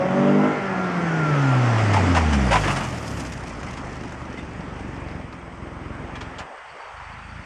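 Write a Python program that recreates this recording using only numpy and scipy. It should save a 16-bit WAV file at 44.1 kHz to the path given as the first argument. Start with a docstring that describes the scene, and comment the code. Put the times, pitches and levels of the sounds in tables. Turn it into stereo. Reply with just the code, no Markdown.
"""A loud car rolls past and slows

A four-cylinder car revs up, lifts off and rolls to a crawl, left to right, past a microphone on coarse
asphalt. Its firings sound through the exhaust pipe: a buzzing note when fast, a throb at idle. Tyres
roar and crunch loose stones, the radiator fan hums and metal clacks under the car. Insects sing in the
trees and a breeze puffs on the microphone."""
import sys
import numpy as np
from scipy import signal
from scipy.io import wavfile
from scipy.ndimage import uniform_filter1d

SR = 44100
rng = np.random.default_rng(int(sys.argv[2]) if len(sys.argv) > 2 else 0)


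def dump(signal):
    """Clip the signal to [-1, 1] and save it as 16-bit WAV at the path in sys.argv[1]."""
    limited = np.clip(np.atleast_2d(signal).T, -1, 1)
    pcm = np.round(limited * 32767).astype(np.int16)
    wavfile.write(sys.argv[1], SR, pcm)


N = 328545
T = np.arange(N) / SR
FLUTTER_DB, FLUTTER_PER_S = 3.3, 50  # roughness of the exhaust tones: how deep, how fast


def gain_of(db):
    """Turns decibels into a factor to multiply by."""
    return 10 ** (np.asarray(db) / 20)


def evened(x):
    """Scales a signal so its average strength (rms) is 1."""
    return x / np.sqrt(np.mean(x ** 2) + 1e-20)


def levelled(x, size=11025):
    """Holds the strength near 1, smoothing out swells longer than size samples."""
    return x / np.sqrt(abs(uniform_filter1d(x ** 2, size=size)) + 1e-20)


def bump(at_s, width_s):
    """A smooth hill in time that reaches 1 at at_s."""
    return np.exp(-((T - at_s) / width_s) ** 2)


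def read(points, hz):
    """Looks up a table by pitch, on a scale of octaves."""
    pitches, values = np.transpose(points)
    return np.interp(np.log(hz + 1), np.log(pitches + 1), values)


def follow(rows, t=T):
    """Looks up a table by time, giving one curve for each value column."""
    times, *columns = np.transpose(rows)
    return [np.interp(t, times, column) for column in columns]


def colour(x, points, size=8192):
    """Filters a sound by a table of pitch_hz, gain_db; it rings only after a click, never before."""
    log_gain = np.log(gain_of(read(points, abs(np.fft.fftfreq(size, 1 / SR)))))
    taps = np.fft.ifft(np.exp(log_gain - 1j * signal.hilbert(log_gain).imag)).real[:size // 2]
    return signal.oaconvolve(x, taps)[:len(x)]


def resonate(x, hz, width):
    """Makes a sound ring around one pitch; a smaller width (Hz) rings longer."""
    decay = np.exp(-np.pi * width / SR)
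    return 2 * signal.lfilter([1 - decay], [1, -decay * np.exp(2j * np.pi * hz / SR)], x).real


def narrow(x, hz, width):
    """Rings a sound twice over, leaving a thin band."""
    return resonate(resonate(x, hz, width), hz, width)


def wander(per_s):
    """A smooth random drift of strength 1; a higher per_s moves faster."""
    decay = np.exp(-np.pi * per_s * 128 / SR)
    slow = signal.lfilter([1], [1, -2 * decay, decay ** 2], rng.standard_normal(N // 128 + 2))
    return np.interp(np.arange(N) / 128, np.arange(len(slow)), evened(slow))


def hiss(points, patchy_db):
    """Noise shaped by a table of pitch_hz, level_db, with drifting louder and softer patches."""
    real, imag, patches = rng.standard_normal((N // 256 + 5, 513, 3)).T
    patches = evened(uniform_filter1d(uniform_filter1d(patches, size=10, axis=0), size=12, axis=1))
    level_db = read(points, np.fft.rfftfreq(1024, 1 / SR))[:, None] + patchy_db * patches
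    spectrum = (real + 1j * imag) * gain_of(level_db)
    return evened(signal.istft(spectrum, nperseg=1024, noverlap=768)[1][:N])


def pulses(count, spread_db, jitter=0):
    """A click of random size at each whole count; jitter shifts it by a share of the gap."""
    at = np.interp(np.arange(1, int(count[-1])), count, np.arange(N))
    size, shift = rng.standard_normal((len(at), 2)).T
    at = np.clip(at + jitter * shift * np.gradient(at), 0, N - 2)
    out, sample = np.zeros(N), at.astype(int)
    np.add.at(out, sample, gain_of(size * spread_db) * (1 - at % 1))  # shared by two samples
    np.add.at(out, sample + 1, gain_of(size * spread_db) * (at % 1))
    return out


def echoes(x, t60, level_db):
    """Adds reflections from ground, car floor and tree trunks, fading 60 dB in t60 seconds."""
    taps, at = np.zeros(8000), np.arange(150, 7900, 60)
    bounces = rng.choice([-1., 1.], len(at)) * gain_of(-60 * at / SR / t60)
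    taps[at + rng.integers(0, 60, len(at))] = bounces
    return x + gain_of(level_db) * signal.oaconvolve(x, taps / np.linalg.norm(taps))[:N]


def exhaust_wave(multiple, firings, throttle):
    """One exhaust tone, timed so the sum has sharp peaks under load and suction dips off the throttle."""
    sweep, offset = .04 + .16 * throttle, .5 - .4 * throttle
    uneven_lag = .25 * (round(4 * multiple) % 2)  # odd quarter multiples come a quarter wave late
    return np.cos(2 * np.pi * (multiple * firings + sweep * multiple ** 2 + offset - uneven_lag))


def exhaust_tones(firings, rate):
    """The engine note: tones at the firing rate and its multiples, louder with the throttle open."""
    # Tones 1 to 5: level_db, open_throttle_db, build_up_share, passing_db
    harmonics = [(-18.5, 7.5, 1, 3), (-31, 9.5, 0.94, 3.5), (-33, 14, -0.087, 8.5), (-41.5, 8, .3, -0.5),
                 (-39.5, 9, 0.018, -7)]
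    # How the pipe passes a tone: pitch_hz, gain_db
    pipe_gain = [(35, -36), (48, -11.5), (64, -6), (90, -4.5), (130, 0.5), (162, -5), (190, -10.5),
                 (205, -8), (225, -2), (265, 3), (320, -5), (390, -6), (500, -7), (600, -6.5), (700, -9),
                 (1050, -9)]
    lift_s, shut_s = .44, .03
    throttle = .5 - .5 * np.tanh((T - lift_s) / shut_s)
    build_db = -19 * np.exp(-T / .088)
    fade_db = -5 * np.maximum(T - 2.11, 0)
    passing = bump(at_s=2.47, width_s=.45)
    roughness_db = FLUTTER_DB * np.maximum(throttle, 1 - passing)
    out = np.zeros(N)
    for multiple, (db, open_db, share, pass_db) in enumerate(harmonics, 1):
        hz = multiple * rate
        level_db = db + open_db * throttle + share * build_db + pass_db * passing + fade_db
        # The pipe's dip near 197 Hz fills in as the tail swings towards the microphone.
        pipe_db = read(pipe_gain, hz) + 9.5 * passing * np.exp(-((hz - 197) / 28) ** 2)
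        waver_db = 1.6 * wander(per_s=9) + roughness_db * wander(FLUTTER_PER_S)
        if multiple == 1:
            level_db -= 14 * bump(at_s=.565, width_s=.06)  # drops out as the throttle shuts
        else:
            level_db += waver_db
        out += np.sqrt(2) * gain_of(level_db + pipe_db) * exhaust_wave(multiple, firings, throttle)
    return out


def rasp(firings):
    """Fast firing clicks ring the tail box; one odd cylinder makes a pattern every fourth firing."""
    # Tone of the tail box: pitch_hz, gain_db
    box_tone = [(300, -36.5), (560, 7), (680, 11), (770, 9.5), (930, 2.5), (1200, -1), (1300, -4.5),
                (1375, 2.5), (1450, -14), (1600, -20), (1800, -10), (2050, -20), (2500, -17), (4000, -44),
                (7000, -92)]
    # Loudness of the rasp: time_s, level_db
    loudness = [(0, -26.5), (.33, -30.5), (.46, -27.5), (.65, -37.5), (.8, -30.5), (1.05, -45), (1.27, -38),
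                (1.5, -41), (1.9, -33), (2.2, -41), (3.2, -77)]
    every_fourth = pulses(firings / 4, spread_db=.3)
    even = pulses(firings, spread_db=.4) + .75 * pulses(firings / 2, spread_db=.4)
    return gain_of(follow(loudness)[0]) * levelled(colour(even + 1.3 * every_fourth, box_tone))


def burble(firings):
    """Uneven cylinders add in-between tones, which join one by one while the throttle is open."""
    # The in-between tones: multiple_of_firing_rate, level_db
    tones = [(.75, -28), (1.25, -22), (1.5, -27.5), (1.75, -30), (2.25, -28.5), (2.75, -39)]
    t, out, end_s = T[:SR], np.zeros(N), .525
    shut_db = -16.5 * (.5 + .5 * np.tanh((t - end_s) / .048)) - 40 * np.maximum(t - end_s, 0)
    for multiple, db in tones:
        join_s = .073 + .052 * multiple
        joined = .5 + .5 * np.tanh((t - join_s) / .097)
        flutter_db = .5 * FLUTTER_DB * wander(FLUTTER_PER_S)[:SR]
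        level = np.sqrt(2) * joined * gain_of(db + shut_db + flutter_db)
        out[:SR] += level * exhaust_wave(multiple, firings[:SR], throttle=.97)
    return out


def engine_whines(firings, rate):
    """Thin, wavering high tones follow the engine and swell where they cross the tail box's ring."""
    # The high tones: multiple_of_firing_rate, level_db
    tones = [(2.5, -42), (4.5, -44), (5.5, -46), (6, -42), (6.5, -39.5), (7, -47), (7.5, -44), (8, -45),
             (9, -38), (9.5, -54), (10, -44), (10.5, -46), (11, -49), (12, -50), (13, -52)]
    # Pitches the exhaust favours: pitch_hz, gain_db
    body = [(200, 4), (450, 0), (700, -5), (950, -8), (1250, -4), (1380, 8), (1480, -2), (1800, -6),
            (2150, 4), (2400, -5), (2800, -8)]
    # Rise and fall of all the whines: time_s, gain_db
    swell = [(0, -14), (.3, -8), (.45, 1), (.65, -3), (.9, -2), (1.25, 3), (1.6, -1), (2, -12), (2.3, -50)]
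    n, out = round(swell[-1][0] * SR), np.zeros(N)
    for multiple, db in tones:
        waver_db = 2.6 * wander(per_s=5.5)[:n]
        level_db = db + read(body, multiple * rate[:n]) + waver_db + follow(swell, T[:n])[0]
        tone = np.sin(2 * np.pi * (multiple * firings[:n] + rng.random()))
        out[:n] += np.sqrt(2) * gain_of(level_db) * tone
    return out


def nearness():
    """One when the car is closest, falling towards zero before and after."""
    return bump(at_s=2.62, width_s=2.02)


def road(firings):
    """Tyres roar, the tread hisses and the car body rumbles; each firing shakes the roar and rumble."""
    # Loudness of the rolling car: time_s, roar_db, rumble_db
    loudness = [(0, -31, -23), (.2, -28.5, -33.5), (.62, -30.5, -33), (.9, -30.5, -29), (1.51, -27, -33),
                (2.01, -24.5, -23.5), (2.4, -28.5, -29.5), (2.68, -26.5, -25), (2.84, -33, -34),
                (3.3, -37.5, -34.5), (4.3, -39.5, -37.5), (5.15, -38.5, -38), (5.27, -42.5, -44.5),
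                (5.5, -42, -43), (6.02, -39, -38), (6.3, -37.5, -41.5), (6.41, -39, -44), (6.45, -41, -50),
                (6.9, -38, -46.5), (7.45, -38, -40)]
    # Tone of the tyre roar, body rumble and tread hiss, each: pitch_hz, level_db
    roar_tone = [(240, -45), (400, 0.5), (670, 0.5), (850, 1), (1100, -1), (1300, -0.5), (1500, -4),
                 (1950, -4), (2600, -10.5), (3200, -15), (3900, -28), (5000, -32.5), (8000, -92)]
    rumble_tone = [(25, -42), (50, -37), (75, -17.5), (120, 6.5), (200, 7), (320, 4.5), (450, -9),
                   (700, -17), (2000, -89)]
    tread_tone = [(2500, 3.5), (3900, -6.5), (4800, -1.5), (6000, -2), (7500, -6), (9000, -9.5),
                  (10300, -18), (11500, -49), (13000, -60)]
    roar_db, rumble_db = follow(loudness)
    shake_db = 2 * (np.exp(-(firings % 1) / .034) - .3)
    roar = gain_of(roar_db + shake_db) * hiss(roar_tone, patchy_db=1.5)
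    blur_per_s, puff_share = 70, .2  # faster firings blur together; a puff's share of the gap
    distinct = np.clip(1 - np.gradient(firings) * SR / blur_per_s, 0, 1)
    puff_db = 7 * distinct * (np.exp(-(firings % 1) / puff_share) - puff_share)
    rumble = colour(hiss(rumble_tone, patchy_db=1.5), [(30, -18.5), (90, -1)])
    tread = gain_of(roar_db - 16 + 8 * nearness()) * hiss(tread_tone, patchy_db=1.5)
    return roar + gain_of(rumble_db + puff_db) * rumble + tread


def trees():
    """The background: a soft hush of air and a steady insect whine."""
    # Tone of the air: pitch_hz, level_db
    air_tone = [(180, -57.5), (400, -2), (600, 5), (900, 4), (1200, 5), (1850, -4), (3200, -30),
                (4000, -30), (5000, -10.5), (8000, -31.5), (10000, -39), (12500, -58)]
    # Bands of the insect whine: pitch_hz, width_hz, level_db
    insects = [(8450, 110, -71.5), (8080, 770, -69)]
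    air = gain_of(-51) * np.array([hiss(air_tone, patchy_db=4), hiss(air_tone, patchy_db=3)])
    noise = rng.standard_normal((2, N))
    return air + sum(gain_of(db) * evened(narrow(noise, hz, width)) for hz, width, db in insects)


def tail_box():
    """Flowing gas keeps the box at the end of the exhaust ringing at one pitch."""
    # Loudness of the ring: time_s, level_db
    loudness = [(.25, -60), (.4, -39), (.65, -41), (.8, -48), (1.2, -46), (1.35, -38), (1.7, -38),
                (1.85, -48), (2.1, -70)]
    ring = narrow(rng.standard_normal(N), hz=1370, width=22)
    return gain_of(follow(loudness)[0]) * levelled(ring)


def thumps(firings):
    """Each firing sends a low thump down the pipe; at idle they are heard as a throb."""
    # Tone of one firing after the pipe: pitch_hz, gain_db
    pipe_tone = [(14, -60), (25, -11), (45, 9.5), (70, 12.5), (130, 9), (200, -4), (280, -3), (400, -9.5),
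                 (600, -4.5), (800, -40), (1100, -10.5), (1400, -27), (1800, -50), (3000, -63), (6000, -99)]
    # Loudness of the thumps: time_s, level_db
    loudness = [(0, -66), (.8, -50), (1.6, -42), (1.9, -38), (2.3, -33), (2.5, -34), (2.7, -37), (2.9, -68),
                (3.1, -47), (3.75, -43.5), (4.6, -40.5), (5.15, -34.5), (5.27, -45), (5.5, -43.5),
                (5.8, -37), (6.15, -38), (6.25, -40), (6.41, -41), (6.47, -70), (6.8, -69), (6.95, -45),
                (7.45, -39.5)]
    clicks = pulses(firings, spread_db=2.2, jitter=.017)
    throb = -echoes(colour(clicks, pipe_tone), t60=.09, level_db=-11)
    return gain_of(follow(loudness)[0]) * levelled(throb)


def crack(noise):
    """Shapes noise into the broad crack of a stone under a tyre."""
    # Tone of the crack: pitch_hz, gain_db
    crack_tone = [(300, -26.5), (600, 4), (1000, 4), (2000, 0.5), (3000, -3), (3900, -12.5), (5000, -27),
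                  (8000, -63)]
    return evened(colour(noise, crack_tone))


def stones():
    """Tyres crunch stones in short, ringing bursts and scatter grit in a rain of tiny ticks; the same bursts
    give the metal clacks near 6.2 s their noisy body."""
    # Crunched stones, and near 6.15-6.4 s the broad noisy body of the metal clacks: start_s, level_db,
    # ring_pitch_hz, ring_above_crack_db, treble_db
    crunches = [(1.779, -23, 565, 3, -38), (1.932, -19.5, 840, -4, -26), (1.964, -23.5, 824, 8, -44),
                (2.146, -17, 710, -5, -25), (2.164, -16, 975, -2, -27), (2.326, -21, 823, -5, -28),
                (2.508, -15.5, 590, -10, -28), (2.526, -13.5, 920, -6, -27), (2.553, -14.5, 960, -4, -35),
                (2.633, -21, 1610, -5, -46), (2.674, -18, 1210, -17, -35), (2.7, -20.5, 2635, -1.5, -42),
                (2.759, -20.5, 1340, -10, -31.5), (2.805, -24, 872, -2, -52), (2.839, -28, 890, -13, -43),
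                (3.068, -52, 670, -4, -45), (3.098, -59, 670, 0, -53), (3.167, -58, 729, 0, -35.5),
                (3.202, -39, 1340, -2, -40), (3.247, -36, 780, -13, -44), (3.665, -36, 2040, 4, -44),
                (3.77, -33, 960, -14, -43), (3.945, -43, 1500, -6, -58), (4.372, -33, 2050, 0, -55),
                (4.385, -43, 3600, 1, -54), (4.789, -41, 810, 10, -47), (5.324, -45, 1217, 10, -51),
                (6.155, -33, 1700, -6, -52), (6.207, -34, 1210, 4.5, -52), (6.387, -30, 1295, -3, -39),
                (6.4, -32, 1500, -4, -66), (6.999, -44, 940, 11, -65)]
    # Tone of the treble of crunches and grit: pitch_hz, gain_db
    spray_tone = [(2500, -2), (3900, -10), (5000, -1.5), (7500, -6), (9500, -11), (10500, -18),
                  (11500, -52), (14000, -75.5)]
    rise_s, decay_s, pure_share = .005, .019, .46
    body, treble, t = np.zeros(N), np.zeros(N), np.arange(6000) / SR
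    shape = (1 - np.exp(-t / rise_s)) * np.exp(-(t / decay_s) ** 1.04)
    for start_s, db, hz, ring_db, treble_db in crunches:
        burst = rng.standard_normal(len(t))
        rough_ring = evened(resonate(burst, hz, width=.032 * hz))
        ring = (1 - pure_share) * rough_ring + pure_share * np.sqrt(2) * np.sin(2 * np.pi * hz * t)
        at = round(start_s * SR)
        body[at:at + len(t)] += gain_of(db) * shape * (gain_of(ring_db) * ring + crack(burst))
        treble[at:at + len(t)] += gain_of(treble_db) * shape
    ticks_per_s, tick_s = 270, .0035
    sizes = gain_of(2.8 * np.minimum(rng.exponential(1, N), 4))
    ticks = sizes * (rng.random(N) < ticks_per_s / SR)
    grit = signal.lfilter([1], [1, -np.exp(-1 / (tick_s * SR))], ticks)
    treble += gain_of(-70 + 25 * nearness()) * evened(grit)
    return body + treble * evened(colour(rng.standard_normal(N), spray_tone))


def knocks():
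    """Stones hit the car floor; each hollow knock is a few waves of one tone."""
    # The hits: time_s, peak_db, pitch_hz
    hits = [(1.941, -19, 850), (1.972, -12, 870), (2.165, -19, 660), (2.176, -18, 690), (2.178, -18, 960),
            (2.21, -21, 960), (2.333, -22, 830), (2.514, -18, 570), (2.525, -17, 600), (2.526, -18, 950),
            (2.534, -19, 800), (2.545, -13, 990), (2.559, -16, 760), (2.565, -12, 985)]
    return sum(gain_of(db) * bump(at_s, width_s=.0055) * np.sin(2 * np.pi * hz * (T - at_s))
               for at_s, db, hz in hits)


def top_hiss():
    """A thin, patchy, very high hiss just after the car passes, different left and right."""
    # Tone of the hiss: pitch_hz, level_db
    tone = [(9500, -62), (10500, 3), (12000, -2), (13500, -6.5), (14500, -14)]
    # Loudness of the hiss: time_s, level_db
    loudness = [(2.35, -90), (2.56, -76), (2.6, -58), (2.9, -65), (3.15, -59), (3.34, -66), (3.4, -85),
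                (3.8, -100)]
    return gain_of(follow(loudness)[0]) * np.array([hiss(tone, patchy_db=5), hiss(tone, patchy_db=1)])


def snaps():
    """Small stones snap dryly: a few milliseconds of noise, each with its own bright pitch."""
    # The snapping stones: start_s, strength_db, pitch_hz
    pebbles = [(3.322, -36, 7070), (3.4115, -44, 5780), (3.4722, -33, 6050), (3.63, -32, 6500),
               (3.708, -32, 6420), (3.7364, -33, 5950), (3.8457, -45, 5670), (3.8944, -51, 6000),
               (3.9559, -36, 6320), (4.035, -33, 6020), (4.0924, -40, 6150), (4.121, -34, 6490),
               (4.2517, -38, 5740), (4.326, -36, 5760), (4.3944, -42, 7210), (4.4314, -44, 5640),
               (4.606, -38, 5490), (4.7616, -43, 5540), (4.9621, -41, 5230), (5.0843, -38, 4730),
               (5.1104, -40, 4810), (5.2114, -42, 4760), (5.325, -37, 4440), (5.9494, -48, 5080)]
    rise_s, decay_s = .0015, .005
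    out, t = np.zeros(N), np.arange(1500) / SR
    shape = (1 - np.exp(-t / rise_s)) * np.exp(-t / decay_s)
    for start_s, db, hz in pebbles:
        burst = rng.standard_normal(len(t))
        sound = evened(resonate(burst, hz, width=.15 * hz)) + 2.5 * crack(burst)
        out[round(start_s * SR):][:len(t)] += gain_of(db - 6) * sound * shape
    return out


def fan():
    """The radiator fan hums with a few tones that waver slightly together."""
    # Tones of the hum: pitch_hz, level_db
    tones = [(172.3, -51), (258.4, -52), (339.1, -53)]
    # The hum comes and goes: time_s, gain_db
    swell = [(3.3, -47), (3.8, 1), (6.3, 2), (6.5, -26)]
    speed = 1 + .00393 * evened(resonate(rng.standard_normal(N), hz=0, width=2.1))
    hum = sum(gain_of(db) * np.sin(2 * np.pi * hz * np.cumsum(speed) / SR) for hz, db in tones)
    return np.sqrt(2) * gain_of(follow(swell)[0]) * hum


def wind():
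    """A lumpy breeze and stronger puffs push the microphone's two openings in opposite directions."""
    # Tone of the wind: pitch_hz, gain_db
    tone = [(15, -45), (28, -5), (50, -21), (125, -8), (220, -17.5), (300, -14.5), (650, -37), (1500, -93)]
    # The strongest puffs: time_s, strength_db
    gusts = [(5.24, -26), (5.39, -36), (5.653, -34), (5.83, -30), (6.006, -31), (6.08, -25), (6.228, -24),
             (6.4, -27), (6.71, -45), (7.164, -44), (7.35, -39)]
    # Strength of the breeze: time_s, level_db
    loudness = [(4.9, -47), (5.2, -40), (5.5, -47), (5.8, -45), (6.05, -40), (6.42, -41), (6.55, -55),
                (6.9, -64), (7.45, -52)]
    flow = colour(rng.standard_normal(N), tone)
    surges = sum(gain_of(db) * bump(at_s, width_s=.024) for at_s, db in gusts)
    puffs = colour(surges * levelled(flow, size=1200), [(20, -24), (45, 12), (400, -12), (900, -35)])
    breeze = gain_of(follow(loudness)[0] + .5 * wander(per_s=34)) * evened(flow)
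    return (puffs + breeze) * np.array([[.9], [-1.1]])


def clacks():
    """Blows ring the same metal part under the car, each landing a little differently."""
    # The blows: start_s, level_db, brightness_db_per_octave
    blows = [(6.153, -45, -12), (6.208, -41, -4), (6.3827, -41.5, 10)]
    # Ringing tones of the metal: pitch_hz, level_db, ring_s (time to fade 60 dB)
    metal = [(1200, -11, .05), (1700, 8, 0.039), (2560, -2, 0.06), (3320, 12, 0.036), (4420, -3, 0.046),
             (4500, -4, 0.058), (5050, -6, 0.037), (6850, -9.5, 0.08), (7420, -9, 0.049)]
    # Tone of the blow's dry snap: pitch_hz, gain_db
    snap_tone = [(400, -25), (1000, 0), (2000, 2), (4000, 0), (7000, -7), (9000, -13.5), (11000, -30)]
    rise_s, snap_s = .004, .012
    out, t = np.zeros(N), np.arange(4000) / SR
    for start_s, db, brightness in blows:
        phases, chance_db = rng.random(len(metal)), 3 * rng.standard_normal(len(metal))
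        ring = np.zeros(len(t))
        for (hz, tone_db, ring_s), phase, luck_db in zip(metal, phases, chance_db):
            level_db = tone_db + luck_db + brightness * np.log2(hz / 3400) - 60 * t / ring_s
            ring += gain_of(level_db) * np.sin(2 * np.pi * (hz * t + phase))
        snap = gain_of(9) * evened(colour(rng.standard_normal(len(t)), snap_tone)) * np.exp(-t / snap_s)
        rattle = 1 + .4 * evened(uniform_filter1d(rng.standard_normal(len(t)), size=40))
        clack = (ring * rattle + snap) * (1 - np.exp(-t / rise_s))
        out[round(start_s * SR):][:len(t)] += gain_of(db) * clack
    return out


def rising_dip(hz, t):
    """Decibels to take away: twice near the end the bass drops out and the dip slides up in pitch."""
    first_s, second_s, onset_s, climb_s = 6.49, 6.74, .039, .46
    from_hz, climb_hz = 89, 514
    since = t - np.where(t < second_s, first_s, second_s)
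    centre_hz = from_hz + climb_hz * (1 - np.exp(-np.maximum(since, 0) / climb_s))
    depth_db = (33 - 9 * np.log2(centre_hz / from_hz)) * np.clip(1 + since / onset_s, 0, 1)
    return depth_db * np.exp(-(np.log2((hz[:, None] + 15) / centre_hz) / .99) ** 2)


def cricket():
    """A cricket chirps unevenly in two thin bands, over a faint steady trill in the upper one."""
    # Bands of the song: pitch_hz, width_hz
    bands = [(4330, 90), (4600, 90)]
    # The chirps: time_s, length_s, lower_band_db, upper_band_db
    chirps = [(6.58, .03, -72, -66), (6.705, .03, -62, -61), (6.814, 0.027, -70, -59),
              (6.85, .025, -69, -62), (6.885, .02, -66, -63), (6.978, .03, -63, -67),
              (7.05, .035, -65, -62), (7.135, .025, -60, -63), (7.193, .02, -72, -64),
              (7.24, .035, -72, -65), (7.305, .03, -63, -61), (7.365, .025, -69, -65),
              (7.43, .03, -66, -70)]
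    song, trill_from_s = np.zeros(N), 6.6
    for band, (hz, width) in enumerate(bands):
        tone = levelled(narrow(rng.standard_normal(N), hz, width), size=600)
        song += tone * sum(gain_of(db[band]) * bump(at_s, length_s / 2) for at_s, length_s, *db in chirps)
    return song + gain_of(-73) * np.clip((T - trill_from_s) * 10, 0, 1) * tone


def placed(car):
    """Puts the car in stereo, with the rising dip: the nearer microphone opening hears it first."""
    # How late the left side hears the car: time_s, lag_samples
    left_lag = [(0, -1.7), (2.2, -1.65), (2.7, -.4), (3.1, .55), (3.6, 1.3), (4.2, 1.55), (7.45, 1.6)]
    # How strongly each pitch leans to the car's side: pitch_hz, factor
    lean = [(60, .1), (250, .25), (500, .5), (1000, .9), (3000, 1.1), (4000, 1), (5200, .4), (8000, 0),
            (9500, -.4)]
    # Steady lean to the left: pitch_hz, left_minus_right_db
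    tilt = [(60, -1.7), (130, -1.1), (250, -.3), (500, .4), (1000, .2), (3000, 0), (4000, .5), (8000, .3)]
    # Steady head start of the left side: pitch_hz, lead_radians
    left_lead = [(40, .1), (130, .17), (300, .2), (600, .12), (1200, .03), (2500, .06)]
    # Scattered sound, unlike on the two sides: pitch_hz, level_against_car_db
    scatter = [(40, -26), (200, -25), (500, -17), (1000, -15), (2500, -15), (4000, -12), (7000, -10),
               (12000, -8)]
    hz, t, spectrum = signal.stft(car, SR, nperseg=1024, noverlap=768)
    spectrum = spectrum * gain_of(-rising_dip(hz, t))
    hz, lag = hz[:, None], follow(left_lag, t)[0]
    pan_db = -1.62 * lag * read(lean, hz) + read(tilt, hz)
    lead = read(left_lead, hz) - 2 * np.pi * hz * lag / SR
    half = gain_of(pan_db / 2) * np.exp(.5j * lead)  # each side takes half, in opposite directions
    real, imag = rng.standard_normal((len(t), len(hz), 2)).T
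    stray = gain_of(read(scatter, hz)) * abs(spectrum) * (real + 1j * imag) / np.sqrt(2)
    sides = np.array([spectrum * half + stray, spectrum / half - stray])
    return signal.istft(sides, SR, nperseg=1024, noverlap=768)[1][:, :N]


def scene():
    """The car on the road, insects in the trees and wind on the microphone."""
    # Engine speed: time_s, firings_per_s
    engine_speed = [(0, 182.5), (.25, 193.6), (.46, 205.5), (.5, 204.8), (.72, 188.9), (.89, 180.5),
                    (1.14, 162.1), (1.53, 129.6), (1.82, 108), (2.14, 85.8), (2.45, 63.4), (2.63, 49.2),
                    (2.88, 41.8), (3.3, 30.2), (3.7, 26.1), (4.3, 23.8), (4.9, 23.6), (5.5, 20.5),
                    (6.1, 22.3), (6.5, 21.5), (6.91, 23.8), (7.45, 29.2)]
    rate = follow(engine_speed)[0]
    firings = np.cumsum(rate) / SR  # how many firings so far
    exhaust = exhaust_tones(firings, rate) + thumps(firings) + rasp(firings) + burble(firings)
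    exhaust += engine_whines(firings, rate) + tail_box()
    car = exhaust + road(firings) + stones() + knocks() + snaps() + clacks() + fan()
    return placed(car) + top_hiss() + trees() + cricket() + wind()


def record(dry):
    """Cuts away the very highest treble."""
    edge_hz = 14300
    taps = signal.firwin(511, edge_hz, window=("kaiser", 9), fs=SR)
    return signal.oaconvolve(dry, taps[None], "same")


dry = scene()
out = record(dry)
dump(out)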